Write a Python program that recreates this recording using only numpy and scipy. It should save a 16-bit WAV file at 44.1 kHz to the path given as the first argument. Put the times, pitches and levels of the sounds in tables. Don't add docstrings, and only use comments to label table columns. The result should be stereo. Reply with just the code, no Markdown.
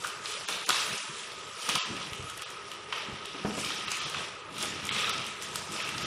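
import sys
import numpy as np
from scipy import signal
from scipy.fft import rfft, irfft, next_fast_len
from scipy.io import wavfile
from scipy.ndimage import uniform_filter1d

SR = 44100
rng = np.random.default_rng(int(sys.argv[2]) if len(sys.argv) > 2 else 0)


def volts_from_decibels(level):
    exponent = np.asarray(level, float) / 20
    return 10 ** exponent


def store_wav(level_fs):
    pcm = np.round(np.clip(np.atleast_2d(level_fs), -1, 1) * 32767)
    wavfile.write(sys.argv[1], SR, pcm.T.astype(np.int16))


N = 267376


def unit(x):
    return x / np.sqrt(np.mean(x ** 2))


def band(x, lo_hz, hi_hz):
    sos = signal.butter(2, [lo_hz, hi_hz], "bandpass", fs=SR, output="sos")
    return signal.sosfilt(sos, x)


def colour(x, spectrum):
    hz, db = np.transpose(spectrum)
    size = next_fast_len(len(x))
    f = np.arange(size // 2 + 1) * SR / size + 1
    gain = volts_from_decibels(np.interp(np.log(f), np.log(hz), db))
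    return irfft(rfft(x, size) * gain, size)[:len(x)]


def walk(rate_hz):
    hold = int(SR / rate_hz)
    levels = np.repeat(rng.standard_normal(N // hold + 1), hold)
    return 0.71 * uniform_filter1d(uniform_filter1d(levels, hold), hold)[:N]


def clicks(rate_hz, spread_db, ring_s):
    count = int(rate_hz * N / SR)
    power = np.zeros(N)
    size = np.minimum(rng.exponential(size=count), 2.6)
    power[rng.integers(0, N, count)] = volts_from_decibels(2 * spread_db * size)
    decay = np.exp(-2 * np.log(1000) / (ring_s * SR))
    puffs = signal.lfilter([1], [1, -decay], power)
    return unit(np.sqrt(puffs) * rng.standard_normal(N))


def swells(s, db, rise_s, fade_db_per_s, rest_db):
    steps = np.arange(0, N + 64, 64)
    since = steps / SR - s[:, None]
    rising = -15 / rise_s[:, None]
    slope = np.where(since < 0, rising, np.reshape(fade_db_per_s, (-1, 1)))
    gestures = volts_from_decibels(2 * (db[:, None] - slope * since)).sum(axis=0)
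    power = np.interp(np.arange(N), steps, gestures)
    return 10 * np.log10(power + volts_from_decibels(2 * rest_db))


def air():
    # f/Hz, level/dB
    ambience = [(26, -40), (45, -10), (177, -6), (208, -20), (380, -1), (408, 3.5), (728, -17.5),
                (876, -3.5), (1240, -3.5), (1640, -10.5), (2430, -8), (2670, -8), (6000, -27.5),
                (6400, -42), (11500, -47.5), (15000, -49), (22000, -120)]
    whine = volts_from_decibels(-16) * unit(band(rng.standard_normal(N), 1252, 1280))
    hum = volts_from_decibels(0.74 * walk(4.97)) * unit(colour(rng.standard_normal(N), ambience))
    return volts_from_decibels(-48) * (hum + whine)


def tail(t60_s):
    h = rng.standard_normal(SR) * volts_from_decibels(-60 * np.arange(SR) / SR / t60_s)
    return h / np.sqrt(np.sum(h ** 2))


def room(x):
    # f/Hz, level/dB
    echo_colour = [(100, -0.5), (600, 1.5), (1250, -4), (2200, 0), (3600, 0.5), (5500, -1)]
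    body = colour(band(tail(0.87), 50, 6600), echo_colour)
    treble = 0.46 * band(tail(0.18), 9300, 16000)
    gap = np.zeros(int(.006 * SR))
    return volts_from_decibels(-5) * signal.fftconvolve(x, np.r_[gap, 2 * (body + treble)])[:N]


def box_rumble():
    # peak t/s, rumble level/dB, swell and fade t/s
    shoves = [(0.08, -56, 0.099), (0.53, -58, 0.05), (0.71, -50.5, 0.044), (0.93, -43, 0.056),
              (1.1, -46, 0.064), (1.3, -70, 0.043), (1.69, -49, 0.023), (1.75, -41, 0.064),
              (1.94, -42, 0.15), (2.2, -56, .15), (3.118, -43, 0.049), (3.41, -50.5, 0.11),
              (3.49, -54, .08), (3.62, -46, 0.23), (3.88, -49, 0.091), (4.05, -44, 0.059),
              (4.168, -46.5, 0.12), (4.62, -48, 0.12), (4.78, -44.5, 0.45), (4.89, -56, 0.037),
              (4.96, -45.5, 0.24), (5.1, -45, 0.063), (5.21, -46.5, 0.28), (5.54, -46.5, 0.09),
              (5.7, -47, 0.14), (6.04, -43.5, 0.41)]
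    # f/Hz, level/dB
    box_spectrum = [(32, -11), (55, -14), (92, -2), (218, 2), (254, -8.5), (284, -3), (330, -4), (430, -6),
                    (730, -120)]
    s, db, length = np.transpose(shoves)
    rumble_db = swells(s, db, length, 15 / length, rest_db=-61)
    bumps = clicks(60, spread_db=3, ring_s=0.14) + 1.06 * rng.standard_normal(N)
    return volts_from_decibels(rumble_db + 0.23 * walk(5.8)) * unit(colour(bumps, box_spectrum))


def box_knocks():
    # t/s, peak level/dB, pitch f/Hz, ring t/s, slap level/dB
    strikes = [(0.485, -51, 177, 0.22, 16), (0.685, -39.5, 283, 0.12, 10), (1.683, -41, 175, 0.16, 5),
               (1.929, -39.5, 190, 0.17, -11), (1.964, -45, 189, 0.067, -7), (2.118, -40, 101, 0.053, -19),
               (2.194, -40.5, 94, 0.23, -25), (2.24, -44, 125, 0.061, -16), (3.083, -40.5, 220, 0.094, -5),
               (3.124, -42, 96, 0.13, -9), (3.342, -46.5, 289, 0.13, 8), (3.4462, -27, 205.5, 0.11, 1.5),
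               (3.472, -35, 232, 0.11, -7), (3.494, -41, 222, 0.069, 4), (3.52, -44, 239, 0.055, -3),
               (3.574, -36, 294, 0.077, 2.5), (4.049, -46, 142, 0.19, -6), (4.63, -40.5, 247, 0.085, 5.5),
               (5.129, -44, 181, 0.039, -4), (5.948, -45.5, 132, 0.21, -8)]
    # f/pitch, level/dB, share of the ring
    modes = [(1, 0.5, 1), (1.4, -4, 1.0), (2.1, -8.5, 0.68), (3.0, -9, 0.34), (3.9, -18, 0.53),
             (4.8, -13, 0.36)]
    out, t = np.zeros(N + 8192), np.arange(8192) / SR
    slap_shape = np.minimum(t / 0.0013, 1) * volts_from_decibels(-60 * t / 0.13)
    for s, db, hz, ring_s, slap_db in strikes:
        boom = np.zeros(8192)
        for ratio, mode_db, share in modes:
            decay = volts_from_decibels(mode_db - 60 * t / (ring_s * share))
            boom -= decay * np.sin(2 * np.pi * ratio * hz * t)
        slap = band(rng.standard_normal(8192) * slap_shape, 214, 1130)
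        slap = volts_from_decibels(slap_db) * slap / np.abs(slap).max()
        start = int((s + .0025) * SR)
        out[start:start + 8192] += volts_from_decibels(db + 3.0) * (boom + slap)
    return out[:N]


def crease_snaps():
    # t/s, peak level/dB, centre f/Hz, low-mid level above it/dB
    sharp_creases = [(0.039, -22, 3500, -1), (0.0442, -20, 2670, 8), (0.2385, -32, 3300, -16),
                     (0.2574, -11, 3400, -18), (0.2699, -22, 3340, -6), (0.486, -12, 2920, -5.5),
                     (0.4974, -29, 5800, -20), (0.5256, -10.5, 3050, -15), (0.6912, -6, 3450, -9),
                     (0.695, -8.5, 3020, 1), (0.7437, -11, 3730, -3), (0.7777, -16, 3070, -7),
                     (0.9794, -17, 5900, -17), (1.622, -18, 5630, -23), (1.69, -9.5, 3750, -2),
                     (1.6955, -7.5, 2900, -24), (1.7523, -8, 3370, -11.5), (1.7557, -6.5, 3200, -6),
                     (1.7944, -24, 3560, -23), (2.1322, -16, 2600, -14), (2.9252, -12, 2730, -2),
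                     (2.9287, -13.5, 2800, -5.5), (3.6467, -12, 3820, -28), (3.7043, -13, 2660, -6.5),
                     (3.8846, -17, 2580, -24), (3.906, -23, 4970, -15), (3.9171, -7.5, 5530, -10),
                     (3.919, -21.5, 2700, -1), (4.145, -12, 2520, -4.5), (4.616, -22.5, 2900, 2),
                     (4.627, -18, 2904, -16), (4.6312, -17, 3040, -6), (4.6586, -21.5, 3300, -1),
                     (4.891, -7, 2640, -33), (4.9108, -15.5, 2670, -4), (4.963, -20, 2490, -8),
                     (5.0948, -19, 2600, 3), (5.5566, -14.5, 3450, -7), (5.7632, -14, 3220, -14),
                     (5.8015, -13, 2600, -19), (5.8901, -18, 2190, -10), (5.9805, -13.5, 4170, -19)]
    # t/s, peak level/dB
    uniform_creases = [(0.071, -24), (0.704, -3), (0.7275, -12), (0.76, -10), (0.8, -22), (1.149, -25),
                       (1.1968, -20), (1.318, -22), (1.9664, -22), (2.038, -28), (2.2976, -19), (2.394, -21),
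                       (2.421, -19), (2.7158, -18.5), (3.255, -18.5), (3.395, -29), (3.5085, -20),
                       (3.594, -31), (3.6604, -18), (3.8803, -13), (3.954, -28), (4.0037, -17), (4.0142, -18),
                       (4.139, -20), (4.1707, -16), (4.567, -20), (4.582, -17.5), (4.853, -35), (4.948, -13),
                       (4.986, -22), (5.005, -19), (5.044, -10), (5.0789, -12), (5.2706, -28), (5.4242, -22),
                       (5.7195, -24)]
    out, t = np.zeros(N + 2048), np.arange(2048) / SR
    creases = [(*row, 0.0082) for row in sharp_creases]
    creases += [(*row, 2920, -9.5, 0.0067) for row in uniform_creases]
    for s, db, hz, body_db, ring_s in creases:
        rings = ring_s * np.array([[1], [1.6]])
        burst = rng.standard_normal((2, 2048)) * volts_from_decibels(-60 * (t / rings) ** 2.03)
        burst[:, 0] = 3
        centre = band(burst[0], hz / 1.274, hz * 1.35)
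        body = band(burst[1], 977, 1550)
        crack = centre / np.abs(centre).max() + volts_from_decibels(body_db) * body / np.abs(body).max()
        start = int(s * SR)
        out[start:start + 2048] += volts_from_decibels(db - 10.0) * crack
    return out[:N]


def fold_ticks():
    # t/s, peak level/dB
    folds = [(0.0704, -27.5), (0.2413, -39), (0.486, -24.5), (0.662, -28.5), (0.6902, -14), (0.8679, -36),
             (1.6897, -18.5), (1.7542, -19.5), (1.9668, -36), (1.985, -42), (2.028, -39), (2.039, -44),
             (2.132, -35), (2.154, -41), (2.18, -40), (2.225, -41.5), (2.299, -33), (2.375, -31),
             (2.42, -29.5), (2.503, -35.5), (2.716, -38), (2.735, -42), (3.256, -33.5), (3.611, -29),
             (3.648, -29), (3.745, -33), (3.907, -32), (3.917, -27), (3.9555, -29), (3.9685, -30),
             (4.0972, -32), (4.581, -31), (4.6259, -22), (4.6544, -27.5), (4.852, -27), (4.868, -26.5),
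             (5.0936, -25), (5.179, -28.5), (5.2648, -28.5), (5.4224, -29), (5.431, -32), (5.5571, -21.5),
             (5.7195, -30), (5.7245, -32.5), (5.89, -29.5)]
    out, t = np.zeros(N + 2048), np.arange(2048) / SR
    shape = np.minimum(t / 0.00123, 1) * volts_from_decibels(-60 * t / 0.014)
    for s, db in folds:
        puff = rng.standard_normal(2048) * shape
        tick = band(band(puff, 4000, 10240), 4640, 12000) + volts_from_decibels(-18) * band(puff, 12500, 15500)
        start = int(s * SR)
        out[start:start + 2048] += volts_from_decibels(db + 1.5) * tick / np.abs(tick).max()
    return out[:N]


def paper_rustle():
    # peak t/s, crumpling level/dB, rise t/s, crisp treble above the crumpling/dB
    pulls = [(0.06, -42, 0.18, -1), (0.25, -40, 0.015, -4.5), (0.325, -40.5, 0.091, -4),
             (0.39, -44, 0.085, -7), (0.495, -36, 0.017, -2.5), (0.58, -52, 0.07, -6),
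             (0.705, -35, 0.052, -2), (0.83, -35, 0.32, -6), (0.96, -42.5, 0.2, 2.5),
             (1.17, -49.5, 0.094, 3), (1.635, -39, 0.088, -3), (1.695, -33.5, 0.032, -6),
             (1.77, -53, .012, -21), (2.02, -41.5, 0.21, -12.5), (2.3, -47.5, 0.2, -4),
             (2.42, -44.5, 0.088, -8), (2.96, -37.5, 0.08, -17), (3.4, -44.5, 0.48, -27),
             (3.6, -40, 0.14, -2), (3.68, -37.5, 0.17, -7.5), (3.78, -40, 0.29, -24),
             (3.93, -38.5, 0.17, -6.5), (4.05, -37.5, 0.16, -11), (4.18, -39, 0.12, -6),
             (4.62, -36, 0.094, -6), (4.94, -40, 0.035, -4), (5.0, -31, 0.23, -10),
             (5.07, -34.5, 0.16, -8.5), (5.42, -40.5, 0.017, -4), (5.555, -40.5, 0.07, -2.5),
             (5.73, -39.5, 0.015, -2), (5.85, -36, 0.18, -11.5), (6.04, -34.5, 0.19, -10.5)]
    # t/s, faint crumpling level/dB
    fidget = [(0, -53), (1.2, -46), (1.45, -48), (1.6, -46.5), (2.55, -52.5), (2.72, -49), (2.9, -52.5),
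              (3.25, -51), (4.2, -48.5), (4.45, -74), (4.56, -61), (4.8, -62), (5.3, -43), (6.06, -79)]
    # f/Hz, level/dB
    paper_spectrum = [(250, -25), (510, -2), (720, -5.5), (970, -5), (1260, 1), (1640, -4), (3070, -3),
                      (4570, -9.5), (6000, -7.5), (6400, -12), (9140, -12.5), (11500, -21.5), (13300, -36),
                      (14100, -37), (14700, -26.5), (15300, -29.5), (15700, -40)]
    s, db, rise, crisp = np.transpose(pulls)
    fidget_db = np.interp(np.arange(N) / SR, *np.transpose(fidget))
    crumple_db = swells(s, db, rise, 54, fidget_db)
    crisp_db = swells(s, db + crisp, rise, 78, fidget_db - 5.5) - crumple_db + 6.5
    flap_db = swells(s, db - 7.5, rise, 28.5, -50) - crumple_db + 1.5
    out = np.zeros(N)
    broad = clicks(500, spread_db=3.0, ring_s=0.0031)
    for hz in 330 * 2 ** np.arange(0, 5.6, .5):
        own = clicks(600, spread_db=4.0, ring_s=0.036)
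        grains = 0.57 * broad + own + 0.49 * rng.standard_normal(N)
        high = np.clip(np.log2(hz / 4400) * 1.1, 0, 1)
        low = np.clip(np.log2(2200 / hz) * 2.9, 0, 1)
        band_db = crumple_db + high * crisp_db + low * flap_db + 2.55 * walk(14)
        grains = unit(band(grains, hz / 2 ** 0.26, hz * 2 ** 0.15))
        out += volts_from_decibels(band_db) * grains * np.sqrt(hz / 3000)
    return volts_from_decibels(-1.0) * colour(out, paper_spectrum)


def scene():
    cracks, thumps = crease_snaps() + fold_ticks(), box_knocks()
    echo = room(cracks + 0.43 * thumps)
    return np.tile(air() + echo + box_rumble() + thumps + cracks + paper_rustle(), (2, 1))


def housing(x):
    # f/Hz, width f/Hz, lift level/dB
    cavities = [(1261.4, 118, 5), (3050, 790, 1), (378, 9.1, -2.5)]
    heard = x.copy()
    for hz, width_hz, db in cavities:
        heard += (volts_from_decibels(db) - 1) * band(x, hz - width_hz / 2, hz + width_hz / 2)
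    return signal.sosfilt(signal.butter(2, 62, "highpass", fs=SR, output="sos"), heard)


def spectral_gate(x):
    # f/Hz, level/dB
    threshold = [(9000, -87), (11000, -60.5), (12500, -59.5), (13600, -58.5), (14700, -55.5),
                 (16000, -59.5)]
    # from t/s, to t/s, upper limit f/Hz, share of other bands lost
    heavy_spells = [(.12, .17, 16000, .25), (.33, .38, 10500, .25), (.45, .45, 9000, .35),
                    (.473, .473, 7500, .85), (.659, .659, 11000, .9), (.985, 1.1, 11000, .4),
                    (1.13, 1.26, 11000, .3), (1.51, 1.57, 11500, .47), (1.6, 1.6, 16000, .7),
                    (1.8, 1.84, 8400, .6), (2.445, 2.445, 6500, .8), (2.47, 2.47, 9000, .2),
                    (3.26, 3.31, 16000, .3), (3.7, 3.7, 16000, .3), (3.865, 3.865, 6300, .1),
                    (4.0, 4.0, 7500, .2), (4.05, 4.05, 7000, .2), (4.37, 4.47, 10000, .2),
                    (4.908, 4.908, 5000, .1), (5.118, 5.118, 6500, .1), (5.186, 5.186, 9500, .3),
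                    (5.84, 5.84, 7000, .2), (6.045, 6.045, 7000, .3)]
    # t/s, below f/Hz
    bass_gaps = [(.36, 170), (.473, 250), (.496, 90), (.659, 420), (.682, 170), (.99, 400), (1.055, 0),
                 (1.2, 80), (1.23, 80), (1.425, 160), (1.52, 280), (1.59, 90), (1.61, 330), (1.635, 90),
                 (1.65, 80), (1.68, 160), (1.8, 420), (1.82, 250), (2.445, 250)]
    # from t/s, to t/s
    wide_spells = [(0.125, 0.38), (0.45, 0.542), (0.635, 0.891), (0.96, 1.727), (1.843, 1.936),
                   (2.168, 2.307), (2.47, 2.609), (2.725, 2.864), (3.097, 3.468), (3.561, 3.793),
                   (3.956, 4.049), (4.234, 4.56), (4.699, 5.07), (5.163, 5.395), (5.581, 5.86),
                   (5.976, 6.046)]
    hop, grid = 1024, 371
    n = np.arange(2 * hop) + .5
    window = np.sin(np.pi / 2 * np.sin(np.pi * n / (2 * hop)) ** 2)
    basis = np.sqrt(2 / hop) * np.cos(np.pi / hop * np.outer(n + hop / 2, np.arange(hop) + .5))
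    starts = np.arange(grid, N + hop, hop)
    frames = np.pad(x, (hop, 2 * hop))[starts[:, None] + np.arange(2 * hop)]
    bins = (frames * window) @ basis
    edges = np.r_[0:48:4, 48:hop + 1:16]
    width, hz, s = np.diff(edges), edges[:-1] * SR / (2 * hop), starts / SR
    level = np.sqrt(np.add.reduceat(bins ** 2, edges[:-1], axis=1) / width)
    luck = rng.random(level.shape)

    treble = np.pad(band(x, 7000, 12000), (hop, 2 * hop))
    treble = treble[starts[:, None] + np.arange(hop // 2, 3 * hop // 2)]
    sharp = np.abs(treble).max(axis=1) > 5.2 * treble.std(axis=1)
    thrift_db = 3 * rng.standard_normal(len(s)) - 10 * sharp
    limit_db = np.interp(hz, *np.transpose(threshold)) + 8.0 * luck + thrift_db[:, None]
    keep = 1. * (level > volts_from_decibels(limit_db))

    for t0, t1, top_hz, share in heavy_spells:
        now = (s > t0 - hop / SR / 2) & (s <= t1 + hop / SR / 2)
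        exposed = hz < 900
        exposed |= (hz < 2300) & (share > .7)
        exposed |= (hz > 7300) & (hz < 9300) & (share > .45)
        chance = .5 * luck[now].min(axis=0) + .5 * luck[now]
        lost = exposed & (chance < .8 * share)
        keep[now] *= np.where(hz > top_hz, volts_from_decibels(-35), np.where(lost, volts_from_decibels(-29), 1))
    for t0, below_hz in bass_gaps:
        keep[np.abs(s - t0).argmin(), hz < below_hz] *= volts_from_decibels(-40)
    keep[(hz < 900) & (rng.random(level.shape) < .05)] *= volts_from_decibels(-40)

    side_db = -23 + 1.6 * np.log2(1 + hz / 5000) + 5.8 * rng.standard_normal(level.shape)
    apart = keep * level * volts_from_decibels(side_db)
    wide = sum((s > t0 - .01) & (s < t1 + .01) for t0, t1 in wide_spells)
    share = np.where(wide, .8, .15) + 0.2 * rng.standard_normal(len(s))
    apart *= rng.random(level.shape) < share[:, None] - .1 * (hz / 11000) ** 4

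    coarse = np.arange(hop) * SR / (2 * hop) > 6200
    count = coarse.sum()
    uneven_db = np.linspace(4.3, 11, count) * rng.standard_normal((len(s), count)) - np.linspace(3, 12, count)
    bins[:, coarse] *= volts_from_decibels(uneven_db * ~sharp[:, None])

    mid = bins * np.repeat(keep, width, axis=1)
    side = rng.standard_normal(bins.shape) * np.repeat(apart, width, axis=1)
    frames = (np.array([mid, side]) @ basis.T) * window
    first = np.pad(frames[..., :hop], ((0, 0), (0, 1), (0, 0)))
    second = np.pad(frames[..., hop:], ((0, 0), (1, 0), (0, 0)))
    return (first + second).reshape(2, -1)[:, hop - grid:hop - grid + N]


def low_pass(x):
    return signal.sosfilt(signal.butter(12, 15710, fs=SR, output="sos"), x)


def record(dry):
    mid, side = spectral_gate(housing(dry[0]))
    return low_pass(np.array([mid + side, mid - side]))


dry = scene()
out = record(dry)
store_wav(out)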